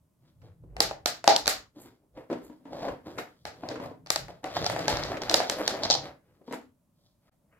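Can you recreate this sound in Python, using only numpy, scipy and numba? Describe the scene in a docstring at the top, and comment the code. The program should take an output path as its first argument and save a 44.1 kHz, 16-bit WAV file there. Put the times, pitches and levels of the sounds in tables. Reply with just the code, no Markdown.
"""Room air (shaped noise) and floor rumble (wavering low notes in noise) come first; hands rub housing and boards
(filtered random catches), knocks ring a plastic housing (decaying modes), and a vacuum cleaner's cord and plug slap
a laminate floor (clicks, rattle and board modes). Metal in the pedal clinks; from 4.4 s the reel drags the cord in
with more catches and slaps, and the plug's pins skitter in ticks. Soft rubs end it; near 7.3 s the level dips briefly.
A furnished living room answers with decaying noise echoes; a phone with two ports lies on the floor close by."""
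import sys
import numpy as np
from scipy import signal
from scipy.fft import rfft, irfft, next_fast_len
from scipy.io import wavfile
from scipy.ndimage import uniform_filter1d
from numba import njit

SR = 44100
rng = np.random.default_rng(int(sys.argv[2]) if len(sys.argv) > 2 else 0)


def inscribe(sig):
    """Save sig as 16-bit PCM at rate SR to the path in sys.argv[1].

    A 1-D sig is mono; a 2-D sig holds one channel per row.
    Samples are clipped to [-1, 1] before scaling.
    """
    pcm = np.round(np.clip(np.atleast_2d(sig).T, -1, 1) * 32767)
    wavfile.write(sys.argv[1], SR, pcm.astype(np.int16))


def rack_gain(trim_db):
    """Turn a fader trim in dB into the linear factor to multiply a signal by."""
    fader = np.asarray(trim_db, float)
    return 10 ** (fader / 20)


N = 334719

HIT, LEAD = 4096, 30  # one blow's length and the lead before its contact [samples]
SPOTS = 4  # source positions in the room
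# spectrum of the room air: (frequency [Hz], gain [dB])
AIR_SPECTRUM = [(15, -48), (25, -16.5), (190, -5), (416, -21.5), (516, -21), (591, -11.5), (734, -24.5),
                (988, -21), (1610, -32.5), (4000, -36), (10400, -32), (16000, -34.5)]
AIR_DB = -71.5  # nominal level of the part common to both ports

# weight shifts on the boards: (peak time [s], deep level [dB], low level [dB], thud level [dB])
WEIGHT_SHIFTS = [(.01, -78, -68, -87), (.214, -90, -78, -61), (0.342, -84, -66, -73),
                 (.44, -66, -47, -53.5), (.64, -53, -60.5, -50.5), (.715, -49, -57.5, -58.5),
                 (0.779, -53, -60.5, -55), (.876, -51, -61.5, -52), (0.998, -65, -59, -63),
                 (1.09, -69, -64, -58.5), (1.3, -73, -54, -50), (1.461, -51, -62, -59.5),
                 (1.6, -64.5, -66, -66.5), (1.85, -75.5, -74, -62), (2.16, -61, -71, -64),
                 (2.44, -62, -70, -68), (2.91, -58, -70, -57), (3.088, -64, -61.5, -78),
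                 (3.168, -77, -68, -53), (3.46, -71, -57, -58), (3.61, -81.5, -62, -61),
                 (3.85, -66.5, -72.5, -48.5), (4.01, -76, -71, -54.5), (4.13, -56, -61, -74),
                 (4.218, -52, -58.5, -41.5), (4.62, -66, -40.5, -37), (4.76, -64, -66, -38.5),
                 (4.94, -43, -39, -35), (5.05, -56, -53.5, -51), (5.281, -58, -66, -57.5),
                 (5.86, -60, -48, -52.5), (6.0, -60, -54, -52), (6.29, -78, -71, -72),
                 (6.536, -75, -73.5, -85), (6.68, -86, -69, -73), (7.06, -85, -70, -76),
                 (7.29, -77.5, -77, -77), (7.48, -83, -76, -99)]
SHIFT_RISE_S, SHIFT_FALL_DB_S = 0.072, 128
# low notes of the floor, deep, low and thud: (nominal frequency [Hz])
FLOOR_NOTES = [54, 92, 132]
# floor notes shaken by rubbing, in the same order: (level over the scrape [dB])
RUB_FLOOR_DB = [-27, -26, -15.5]

# hand, sleeve and cord rub housing and boards:
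# (start [s], rise [s], hold [s], scrape level [dB], sizzle over scrape [dB], hollow's nominal frequency [Hz])
RUBS = [(0.177, 0.075, 0.027, -65.5, -11, 330), (0.402, 0.037, 0.011, -53, -16, 514),
        (0.603, 0.05, 0.012, -72, -50, 320), (0.681, 0.11, 0.053, -42, -49, 435),
        (1.738, 0.024, 0.12, -53, -13.5, 452), (1.984, 0.045, 0.0092, -64.5, -49, 380),
        (2.139, 0.035, 0.0057, -43.5, -20, 590), (2.297, 0.012, 0.021, -35.5, -21, 358),
        (2.393, .055, 0.071, -58.5, -11, 330), (2.651, 0.076, 0.1, -40, -17.5, 510),
        (2.779, 0.094, 0.023, -33, -22, 517), (3.043, 0.022, 0.031, -42, -17, 320),
        (3.142, 0.025, 0.0055, -40.5, -34, 393), (3.243, 0.064, 0.1, -70.5, -1, 400),
        (3.472, 0.068, 0.079, -56.5, -11.5, 600), (3.611, 0.029, .02, -40, -22.5, 634),
        (3.677, 0.013, 0.18, -40, -20, 550), (4.17, 0.029, .01, -50, -35, 525),
        (4.278, 0.007, 0.0092, -42, -18.5, 614), (6.192, 0.068, 0.11, -65, -15, 520),
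        (6.404, 0.0085, 0.0072, -56.5, -47, 370), (6.44, 0.041, 0.045, -54.5, -8.5, 376),
        (6.494, 0.029, .01, -46.5, -11, 430), (6.926, .08, 0.069, -78.5, 3, 500),
        (7.191, 0.068, 0.011, -71.5, -3.5, 710), (7.379, 0.075, .1, -73, -28, 513)]
RISE_DB, RELEASE_DB_S = 22.5, 231  # climb during the rise; rate of letting go
HISS_DB, HISS_SLOPE = -10, 0.23  # rubs: hiss over scrape, and its share of the brightness
RUSTLE_DB = -12  # rubs: rustle over sizzle
# friction bands, from low to high: (frequency [Hz], gain [dB])
SCRAPE = [(88, -34), (150, -13), (210, -7), (323, 1), (360, -7), (576, -5), (791, -7.5), (1050, -13.5),
          (1300, -28.5), (1690, -53.5), (2860, -120)]
HISS = [(900, -9), (1200, -1), (2000, -2.5), (3000, -10.5), (3600, -42)]
SIZZLE = [(2400, -39), (3200, 14.5), (5000, 13.5), (7000, -1), (9000, -29.5)]
RUSTLE = [(5500, -25), (7000, 2), (9000, -7), (12000, -2.5), (15000, -5.5), (16500, -27)]

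# pedal, reel and hand on the housing:
# (time [s], body peak [dB], tick over body [dB], left minus right [dB], room share [dB])
KNOCKS = [(0.417, -58, 6.5, -6, -5.5), (0.637, -43.5, -24, -3, -5), (1.765, -44, -33, 3, -11),
          (2.177, -44, -5, -1, -1), (2.3, -23.5, -14, 1.5, 6), (2.328, -27, -5, 1, 4),
          (2.498, -35.5, -15.5, 3, 5.5), (2.654, -35.5, -11, -1, 10.5), (2.885, -25, -9, 2, 1.5),
          (3.185, -26, 1, 2, -2), (3.631, -37.5, -26, 5, -3), (3.712, -27, -2.5, 1, 3),
          (3.757, -31.5, 0.5, 0, 1), (3.799, -26.5, -11, 2, 5.5), (3.909, -36.5, -15, 0, 7.5),
          (5.101, -25.5, -26, -2, -0.5), (5.13, -35.5, 2.5, 2, 5.5), (5.17, -37, 12.5, -1, -5),
          (5.81, -34.5, -12, 8.5, 9.5), (6.411, -53.5, -28, 11, -8), (6.48, -33, -16.5, 3, -1.5),
          (6.511, -29.5, -10, 3, 10.5), (6.533, -25, -6, 0, -22)]
# modes of the hollow housing: (nominal frequency [Hz], nominal level [dB], t60 [s])
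HOUSING_MODES = [(186.7, -15, 0.15), (259, -2, 0.078), (293.6, 0, 0.096), (371.6, -6.5, 0.057),
                 (470, 1.5, 0.041), (535, -3.5, 0.032), (570, -2, 0.019), (640, -15, 0.022),
                 (950, -2.5, 0.037), (904, -16, 0.042), (1020, -13.5, 0.066), (1210, -18, 0.025)]
# faint swishes in the middle range, perhaps slippers on the boards: (peak time [s], rise [s], level [dB])
SWISHES = [(.5, 0.073, -74.5), (6.3, 0.19, -74), (6.37, 0.091, -81), (7.29, 0.06, -71.5),
           (7.53, 0.044, -69), (7.58, 0.05, -64.5)]

# cord and plug on the boards: (time [s], crack peak [dB], snap peak [dB], board peak [dB], room share [dB])
SLAPS = [(0.7664, -33, -38, -28, 1.5), (0.8043, -2.5, -7, -14, 2), (0.9113, -34, -45, -21.5, 2),
         (1.059, -7.5, -12, -20, 5), (1.2421, -26.5, -28.5, -24, 4.5), (1.277, -1.5, -17.5, -1.5, 6.5),
         (1.363, -3, -13, -24.5, -2), (1.4586, -16, -30.5, -33.5, -0.5), (1.4698, -15, -20.5, -26.5, 5.5),
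         (1.478, -5, -6.5, -18.5, 4.5), (3.1809, -38, -44.5, -34, 14), (3.453, -27, -33, -27.5, 7.5),
         (3.6355, -56, -60, -26, 1), (3.688, -24, -42, -44.5, 4), (3.8599, -43, -62.5, -28, -2),
         (4.062, -34, -43, -41, 2), (4.0704, -32, -53, -40, 4), (4.1034, -4, -9, -22, 0.5),
         (4.1599, -11.5, -18, -20.5, 0), (4.2831, -44, -45, -35.5, 3), (4.442, -29, -36, -28.5, 5.5),
         (4.5669, -27, -40, -17, -6.5), (4.6431, -26, -32.5, -25, 6), (4.6641, -10.5, -25, -20.5, -2),
         (4.6988, -24.5, -24.5, -20.5, 5.5), (4.7631, -35, -34, -19, 6), (4.7921, -25.5, -32, -33.5, 5.5),
         (4.881, -11.5, -20, -13, 4.5), (4.9705, -16.5, -44.5, -37.5, 2.5), (5.036, -17, -37, -38, 4),
         (5.2193, -22, -51.5, -25.5, 3.5), (5.2967, -9, -26, -29, 3.5), (5.3126, -24, -24, -18.5, 4.5),
         (5.3419, 1, -9.5, -11, -.5), (5.4022, -25.5, -28.5, -14, 6), (5.4979, -10.5, -20, -20.5, 2.5),
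         (5.6784, -6.5, -17, -20, -0.5), (5.8348, -12, -46, -21.5, 2.5), (5.9014, -4, -33, -14, -1),
         (5.9088, -9, -47, -18.5, 5), (5.951, -13, -58, -19.5, 2), (6.5256, -39.5, -33.5, -31.5, 8.5)]
# spectra of crack and snap: (frequency [Hz], gain [dB])
CRACK = [(1800, -33.5), (3000, -10), (4000, 0.5), (4800, 1), (6000, -3.5), (7500, -17.5), (10000, -36.5)]
SNAP = [(5500, -24.5), (7000, 6), (9000, -1.5), (12000, -3.5), (15000, -13), (17000, -23.5)]
# modes of the boards: (nominal frequency [Hz], nominal level [dB], t60 [s])
BOARD_MODES = [(330, -12.5, 0.06), (477, -13, .04), (590, -4, 0.022), (672, 7.5, 0.022), (747.4, -3, 0.069),
               (838, -0.5, 0.021), (842, -2.5, .04), (980, -9.5, .04), (1130, -14.5, .03)]
EDGE_DB, EDGE_BOARD, EDGE_SNAP = -3, 0.42, 0.35  # the edge follows the board's ring and the snap
SLAP_PAN_DB = 0.75  # scatter left and right
# side from which the blows arrive: (time [s], delay of the left port [s])
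ARRIVAL = [(.8, .0002), (1.06, .00006), (1.3, 0), (1.48, .00007), (3.2, -.0001), (3.5, -.00007),
           (3.7, .00018), (4.11, .0002), (4.16, .00008), (4.9, .0001), (5.2, 0)]

# cloth brushes past: (peak time [s], level [dB])
CLOTH = [(1.816, -55.5), (2.448, -59.5), (3.188, -51), (4.2, -59)]
CLOTH_RISE_S = 0.036
# metal in the pedal, perhaps its spring: (nominal frequency [Hz], nominal level [dB], t60 [s])
SPRING_MODES = [(1852, -3, 0.08), (2190, 4, 0.057), (3960, 0, 0.12), (5760, -8, 0.11), (7150, -10, .08)]
# jolts of that metal: (time [s], peak [dB])
CLINKS = [(3.183, -31), (3.456, -44.5), (6.526, -44)]

# the reel drags the cord in: (time [s], scrape level [dB], sizzle over scrape [dB])
REEL = [(4.432, -52, -12), (4.443, -37, -23.5), (4.5, -45.5, -7), (4.555, -42.5, -1), (4.566, -34.5, -12),
        (4.63, -40.5, -6), (4.66, -40.5, -1.5), (4.87, -39.5, -10), (4.89, -31.5, -3.5), (4.95, -35.5, -5),
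        (5.18, -34.5, -15), (5.208, -50, -11), (5.222, -36, -2), (5.29, -37, -15), (5.335, -35, -6),
        (5.488, -46.5, 0.5), (5.496, -40.5, -2.5), (5.61, -37, -18.5), (5.68, -40, 3.5),
        (5.79, -37.5, -20.5), (5.835, -39, -1.5), (5.89, -45.5, -5), (5.91, -45, 7.5), (5.95, -39, 3.5),
        (6.01, -44.5, -21.5), (6.06, -38, -16.5), (6.146, -63.5, -23), (6.2, -89, -8)]
# span in which the reel runs free: (start [s], end [s])
REEL_RUN = 4.44, 6.1
REEL_HOLLOW_HZ = 624  # nominal
REEL_HISS_DB = -7  # hiss over scrape
REEL_RUSTLE_DB, REEL_RUSTLE_SLOPE = -21.5, 0.39  # rustle over scrape, and its share of the brightness
# the plug's pins skitter over the boards: (start [s], length [s], level [dB])
SKITTER = [(4.638, .04, -35), (4.881, 0.035, -38), (5.36, .04, -33), (5.836, 0.022, -33.5),
           (5.905, 0.046, -21.5)]

DIP_S, DIP_LENGTH_S = 7.298, .014  # the level dips briefly
# decay of the room: (frequency [Hz], t60 before the late bend [s], level [dB])
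ROOM = [(90, 0.81, -20.5), (252, 1, -8), (600, 0.33, -4.5), (1400, 0.45, -6), (3000, 0.38, -8),
        (6370, 0.37, -10.5), (9000, 0.19, -5.5), (14000, 0.23, -3.5)]
# spectral difference of the ports: (frequency [Hz], left minus right [dB])
PORTS = [(100, 0), (2000, 1), (4500, 0.37), (8000, 0.5), (13000, -4), (22000, -6)]
TOP_HZ = 15800  # upper band limit


def shape(points, size):
    """Transfer function: gain of (Hz, dB) points on a transform's bins, falling steeply above the last."""
    hz, db = np.transpose(points)
    f = np.fft.rfftfreq(size, 1 / SR) + 1
    return rack_gain(np.interp(np.log(f), np.log(hz), db)) * np.minimum(hz[-1] / f, 1) ** 4


def colour(x, points):
    """Linear filtering: gives x the spectral weighting of points, at rms 1."""
    size = next_fast_len(x.shape[-1])
    y = irfft(rfft(x, size) * shape(points, size), size)[..., :x.shape[-1]]
    return y / np.sqrt(np.mean(y ** 2))


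def curves(table, outside=-200):
    """Linear interpolation: the columns of a table at every sample."""
    s, *columns = np.transpose(table)
    t = np.arange(N) / SR
    return np.array([np.interp(t, s, c, left=outside, right=outside) for c in columns])


def walk(rate):
    """Slow random modulation: levels held 1 / rate s, then smoothed twice."""
    k = int(SR / rate)
    held = np.repeat(rng.standard_normal(N // k + 1), k)
    return 1.4 * uniform_filter1d(uniform_filter1d(held, k), k)[:N]


def swell(start, rise_s, hold_s, rise_db, fall_db_s):
    """Exponential envelope: each gesture, one row, climbs, holds and lets go at constant dB per second."""
    t = np.arange(0, N, 32) / SR - np.asarray(start)[:, None]
    rise_s, hold_s = (np.reshape(np.abs(v) + 1e-3, (-1, 1)) for v in (rise_s, hold_s))
    climb_db = np.minimum(rise_db * (t / rise_s - 1), 0)
    fall_db = fall_db_s * np.maximum(t - rise_s - hold_s, 0)
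    return rack_gain(np.maximum(climb_db - fall_db, -150))


def total(db, gains):
    """Superposition: sums gestures at their levels, at every sample."""
    return np.interp(np.arange(N), np.arange(0, N, 32), rack_gain(db) @ gains)


def peak1(x):
    """Normalisation: each row to peak 1."""
    return x / np.abs(x).max(axis=-1, keepdims=True)


def ring(modes, count, scatter_db, push_s):
    """Modal decay: each blow sums damped sines, weighted anew and slightly detuned, with a soft onset."""
    t = np.arange(HIT) / SR
    hz, db, t60 = np.transpose(modes)[:, None, :, None]
    chance = rng.standard_normal((count, len(modes), 2))
    hz = hz * (1 + 0.035 * chance[..., :1])
    decay = np.exp(-np.log(1000) * t / t60)
    tones = rack_gain(db + scatter_db * chance[..., 1:]) * np.sin(2 * np.pi * hz * t) * decay
    return peak1(tones.sum(axis=1) * (1 - np.exp(-t / push_s)))


def burst(count, fall_s, rattle, gain):
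    """Impulsive contact: a click, with a decaying noise rattle at each port and without it for the room."""
    n = np.arange(HIT) - LEAD
    click = 1. * (n == 0)
    noise = rng.standard_normal((count, 3, HIT)).transpose(1, 0, 2)
    # each port has noise of its own besides a common part
    tail = (1.1 * noise[:2] + 0.7 * noise[2]) * rattle * np.exp(-n / SR / fall_s) * (n > 0)
    near = irfft(rfft(click + tail) * gain, HIT)
    far = irfft(rfft(click) * gain * np.ones((count, 1)), HIT)
    # the room smears the rattle: same energy, smooth colour
    far = far * np.sqrt(np.mean(near ** 2, axis=(0, 2)) / np.mean(far ** 2, axis=1))[:, None]
    return np.array([*near, far]) / np.abs(near).max(axis=(0, 2))[:, None]


def place(s, hits, pan_db, room_db):
    """Interaural cues: hits differ in level and delay between ports, and feed the room's spots in turn."""
    out = np.zeros((2 + SPOTS, N + HIT))
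    hits = signal.sosfilt(signal.butter(2, 150, "high", fs=SR, output="sos"), hits)
    lag = np.interp(s, *np.transpose(ARRIVAL))
    delay = np.exp(-2j * np.pi * np.fft.rfftfreq(HIT, 1 / SR) * lag[:, None])
    left = irfft(rfft(hits[0]) * delay, HIT)
    for k, at in enumerate((s * SR).astype(int) - LEAD):
        out[0, at:at + HIT] += rack_gain(pan_db[k] / 2) * left[k]
        out[1, at:at + HIT] += rack_gain(-pan_db[k] / 2) * hits[1, k]
        out[2 + k % SPOTS, at:at + HIT] += rack_gain(room_db[k]) * hits[2, k]
    return out[:, :N]


def rubbed(x, room_db):
    """Propagation delay: a dragged source reaches the right port 4 samples late, and feeds the room."""
    out = np.zeros((2 + SPOTS, N))
    out[:3] = x, np.roll(x, 4), x * rack_gain(room_db)
    return out


@njit
def svf(x, hz, q):
    """Resonance: a state-variable band-pass whose centre moves."""
    y, b, l = np.empty(len(x)), 0., 0.
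    for i in range(len(x)):
        g = np.tan(np.pi * hz[i] / SR)
        v = (b + g * (x[i] - l)) / (1 + g * (g + 1 / q))
        b, l, y[i] = 2 * v - b, l + 2 * g * v, v / q
    return y


def air():
    """Stationary noise: quiet room air and microphone hiss, alike left and right only in the bass."""
    mid = colour(rng.standard_normal(N), AIR_SPECTRUM)
    side = colour(rng.standard_normal(N), AIR_SPECTRUM)
    side = signal.lfilter(*signal.butter(1, 400, "high", fs=SR), side)
    return rack_gain(AIR_DB) * (mid + .7 * side * np.array([[1], [-1]])) * rack_gain(1.1 * walk(1.5))


def rumble():
    """Flexure of the boards under feet and machine: wavering low notes in noise, nearly alike at both ports."""
    out, scrape = 0, pressure()[0]
    s, *levels = np.transpose(WEIGHT_SHIFTS)
    gains = swell(s - SHIFT_RISE_S, SHIFT_RISE_S, 0, 20, SHIFT_FALL_DB_S)
    for db, rub_db, hz in zip(levels, RUB_FLOOR_DB, FLOOR_NOTES):
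        note = np.sin(2 * np.pi * np.cumsum(hz * (1 + .1 * walk(12))) / SR)
        skirt = [(.55 * hz, -30), (.8 * hz, 0), (1.3 * hz, 0), (1.8 * hz, -30)]
        mid, side = colour(rng.standard_normal((2, N)), skirt)
        strength = total(db, gains) + rack_gain(rub_db) * scrape
        out = out + strength * (.55 * note + .75 * mid + 0.18 * side * np.array([[1], [-1]]))
    return out


def rub_gains():
    """Contact pressure of rubbing in four bands: brighter contact lifts those above the scrape."""
    start, rise_s, hold_s, db, bright_db, _ = np.transpose(RUBS)
    gains = swell(start, rise_s, hold_s, RISE_DB, RELEASE_DB_S)
    bands = db, db + HISS_DB + HISS_SLOPE * bright_db, db + bright_db, db + bright_db + RUSTLE_DB
    return np.array([total(band_db, gains) for band_db in bands])


def pressure():
    """Superposed friction: gains of scrape, hiss, sizzle and rustle from all rubbing contacts."""
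    out = rub_gains() + reel_gains()
    out[1] += swish_gain()
    out[3] += cloth_gain()
    return out


def drag():
    """Friction as random impulses: dense tiny catches excite boards, housing and the cord's skin."""
    t = np.arange(N) / SR
    catches = (rng.random(N) < 900 / SR) * rng.standard_normal(N)
    running = (t > REEL_RUN[0]) * (t < REEL_RUN[1])
    # the running reel jerks the cord
    jerks = (rng.random(N) < 120 / SR) * rng.standard_normal(N) * running
    grip = catches / catches.std() + .35 * jerks / jerks.std() + 0.76 * rng.standard_normal(N)
    strength = pressure() * rack_gain(1.5 * walk(40))
    spectra = SCRAPE, HISS, SIZZLE, RUSTLE
    bands = np.array([colour(grip, points) * rack_gain(2.2 * walk(35)) for points in spectra])
    # the hollow under the hand favours one low note, which moves with the grip
    rubs = np.array(RUBS)
    hand_hz = np.interp(t, rubs[:, 0] + rubs[:, 1], rubs[:, -1])
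    hollow_hz = np.where(running, REEL_HOLLOW_HZ, hand_hz) * rack_gain(1.4 * walk(16))
    bands[0] = 0.45 * bands[0] + svf(bands[0], hollow_hz, 3.8)
    return rubbed(np.sum(strength * bands, axis=0), 0.5)


def knocks():
    """Modal excitation: blows ring the hollow housing; harder contacts add more of a dull tick."""
    s, db, bright_db, pan_db, room_db = np.transpose(KNOCKS)
    dull = shape([(700, -30), (1300, 0), (4000, -16.5), (7000, -22.5)], HIT)
    tick = burst(len(s), 0.0092, 0.48, dull)
    body = np.roll(ring(HOUSING_MODES, len(s), 4.7, 0.002), LEAD, axis=1)
    return place(s, rack_gain(db)[:, None] * (body + rack_gain(bright_db)[:, None] * tick), pan_db, room_db)


def swish_gain():
    """Light friction: the gain of faint swishes in the hiss band."""
    s, rise_s, db = np.transpose(SWISHES)
    return total(db, swell(s - rise_s, rise_s, 0, RISE_DB, 600))


def slaps():
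    """Impact: a sharp crack, a snap above it, a duller edge and the modal ring of the boards."""
    s, crack_db, snap_db, board_db, room_db = np.transpose(SLAPS)
    crack = burst(len(s), 0.0019, 0.78, shape(CRACK, HIT))
    snap = burst(len(s), 0.0022, 0.14, shape(SNAP, HIT))
    edge = burst(len(s), 0.0031, 0.27, shape(HISS, HIT))
    board = np.roll(ring(BOARD_MODES, len(s), 0.77, 0.0013), LEAD, axis=1)
    edge_db = EDGE_DB + EDGE_BOARD * board_db + EDGE_SNAP * snap_db
    parts = (crack_db, crack), (snap_db, snap), (edge_db, edge), (board_db, board)
    pan_db = SLAP_PAN_DB * rng.standard_normal(len(s))
    return place(s, sum(rack_gain(db)[:, None] * part for db, part in parts), pan_db, room_db)


def cloth_gain():
    """Fibre friction: the gain of cloth brushing past, in the rustle band."""
    s, db = np.transpose(CLOTH)
    return total(db, swell(s - CLOTH_RISE_S, CLOTH_RISE_S, 0, RISE_DB, 420))


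def clinks():
    """Lightly damped resonance: the pedal's metal rings briefly when jolted."""
    s, db = np.transpose(CLINKS)
    rings = rack_gain(db)[:, None] * np.roll(ring(SPRING_MODES, len(s), 2, 0.00033), LEAD, axis=1)
    return place(s, np.array(3 * [rings]), 0 * s, 0 * s)


def reel_gains():
    """Contact pressure of the cord drawn in: hiss keeps to the scrape, rustle follows part of the sizzle."""
    db, bright_db = curves(REEL)
    rustle_db = REEL_RUSTLE_DB + REEL_RUSTLE_SLOPE * bright_db
    over_scrape = np.array([0 * db, 0 * db + REEL_HISS_DB, bright_db, rustle_db])
    return rack_gain(db + over_scrape.clip(-60, 30))


def skitter():
    """Repeated impact: dense uneven ticks with the colour of a crack."""
    t = np.arange(N) / SR
    ticks = colour((rng.random(N) < 900 / SR) * rng.standard_normal(N), CRACK)
    gain = sum(rack_gain(db) * (t > s) * (t < s + length) for s, length, db in SKITTER)
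    return rubbed(ticks * gain, -5.5)


def room(send):
    """Reverberation: dense echoes, different for each spot, build over a few ms and die band by band."""
    t = np.arange(SR) / SR
    logf = np.log(np.fft.rfftfreq(SR, 1 / SR) + 1)
    centres = np.log(np.array(ROOM)[:, 0])
    mid, side = rfft(rng.standard_normal((2, SPOTS, SR)))
    # the ports are close: long waves reach them alike
    side = side / np.sqrt(1 + (700 / np.exp(logf)) ** 2)
    spectrum = np.array([mid + side, mid - side])
    echo = 0
    for k, (hz, t60, db) in enumerate(ROOM):
        weight = np.interp(logf, centres, np.arange(len(ROOM)) == k)
        band = irfft(spectrum * weight, SR)
        echo = echo + rack_gain(db) * band * np.exp(-np.log(1000) * t / t60) / np.sqrt(t60 * SR / 14)
    # the late decay bends downwards
    echo = echo * np.clip((t - .003) / 0.013, 0, 1) * np.exp(-(t / .17) ** 2)
    return signal.fftconvolve(send[None], echo, axes=2)[..., :N].sum(axis=1)


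def scene():
    """Superposition: direct sound at two ports, the room's answer, rumble and air, with one brief dip."""
    lines = slaps() + knocks() + clinks() + skitter() + drag()
    t = np.arange(N) / SR
    dip = np.interp(t - DIP_S, [-.003, 0, DIP_LENGTH_S, 2 * DIP_LENGTH_S], [1, .05, .05, 1])
    return (lines[:2] + room(lines[2:]) + rumble() + air()) * dip


def suppress(x, split_hz, knee_db, slope, depth_db, hold_s):
    """Downward expansion: the upper band is turned down as it falls under the knee, steepening tails."""
    high = signal.sosfiltfilt(signal.butter(2, split_hz, "high", fs=SR, output="sos"), x)
    power = np.abs(uniform_filter1d(np.mean(high ** 2, axis=0), int(hold_s * SR)))
    heard_db = 10 * np.log10(power + 1e-14)
    return x - high + high * rack_gain(np.clip(slope * (heard_db - knee_db), depth_db, 0))


def roll_off(x):
    """The treble ends steeply here."""
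    return signal.sosfilt(signal.butter(12, 17090, fs=SR, output="sos"), x)


def record(dry):
    """Reception: ports differ in spectrum, noise is suppressed, the top is cut and loud peaks are rounded."""
    size = next_fast_len(N)
    tilt = np.sqrt(shape(PORTS, size))
    ports = irfft(rfft(dry, size) * np.array([tilt, 1 / tilt]), size)[:, :N]
    ports = suppress(ports, split_hz=440, knee_db=-29.5, slope=0.1, depth_db=-4.5, hold_s=.02)
    ports = signal.sosfilt(signal.butter(8, TOP_HZ, fs=SR, output="sos"), ports)
    rounded = .95 * ports / (1 + ports ** 4) ** .25
    return roll_off(rounded)


dry = scene()
out = record(dry)
inscribe(out)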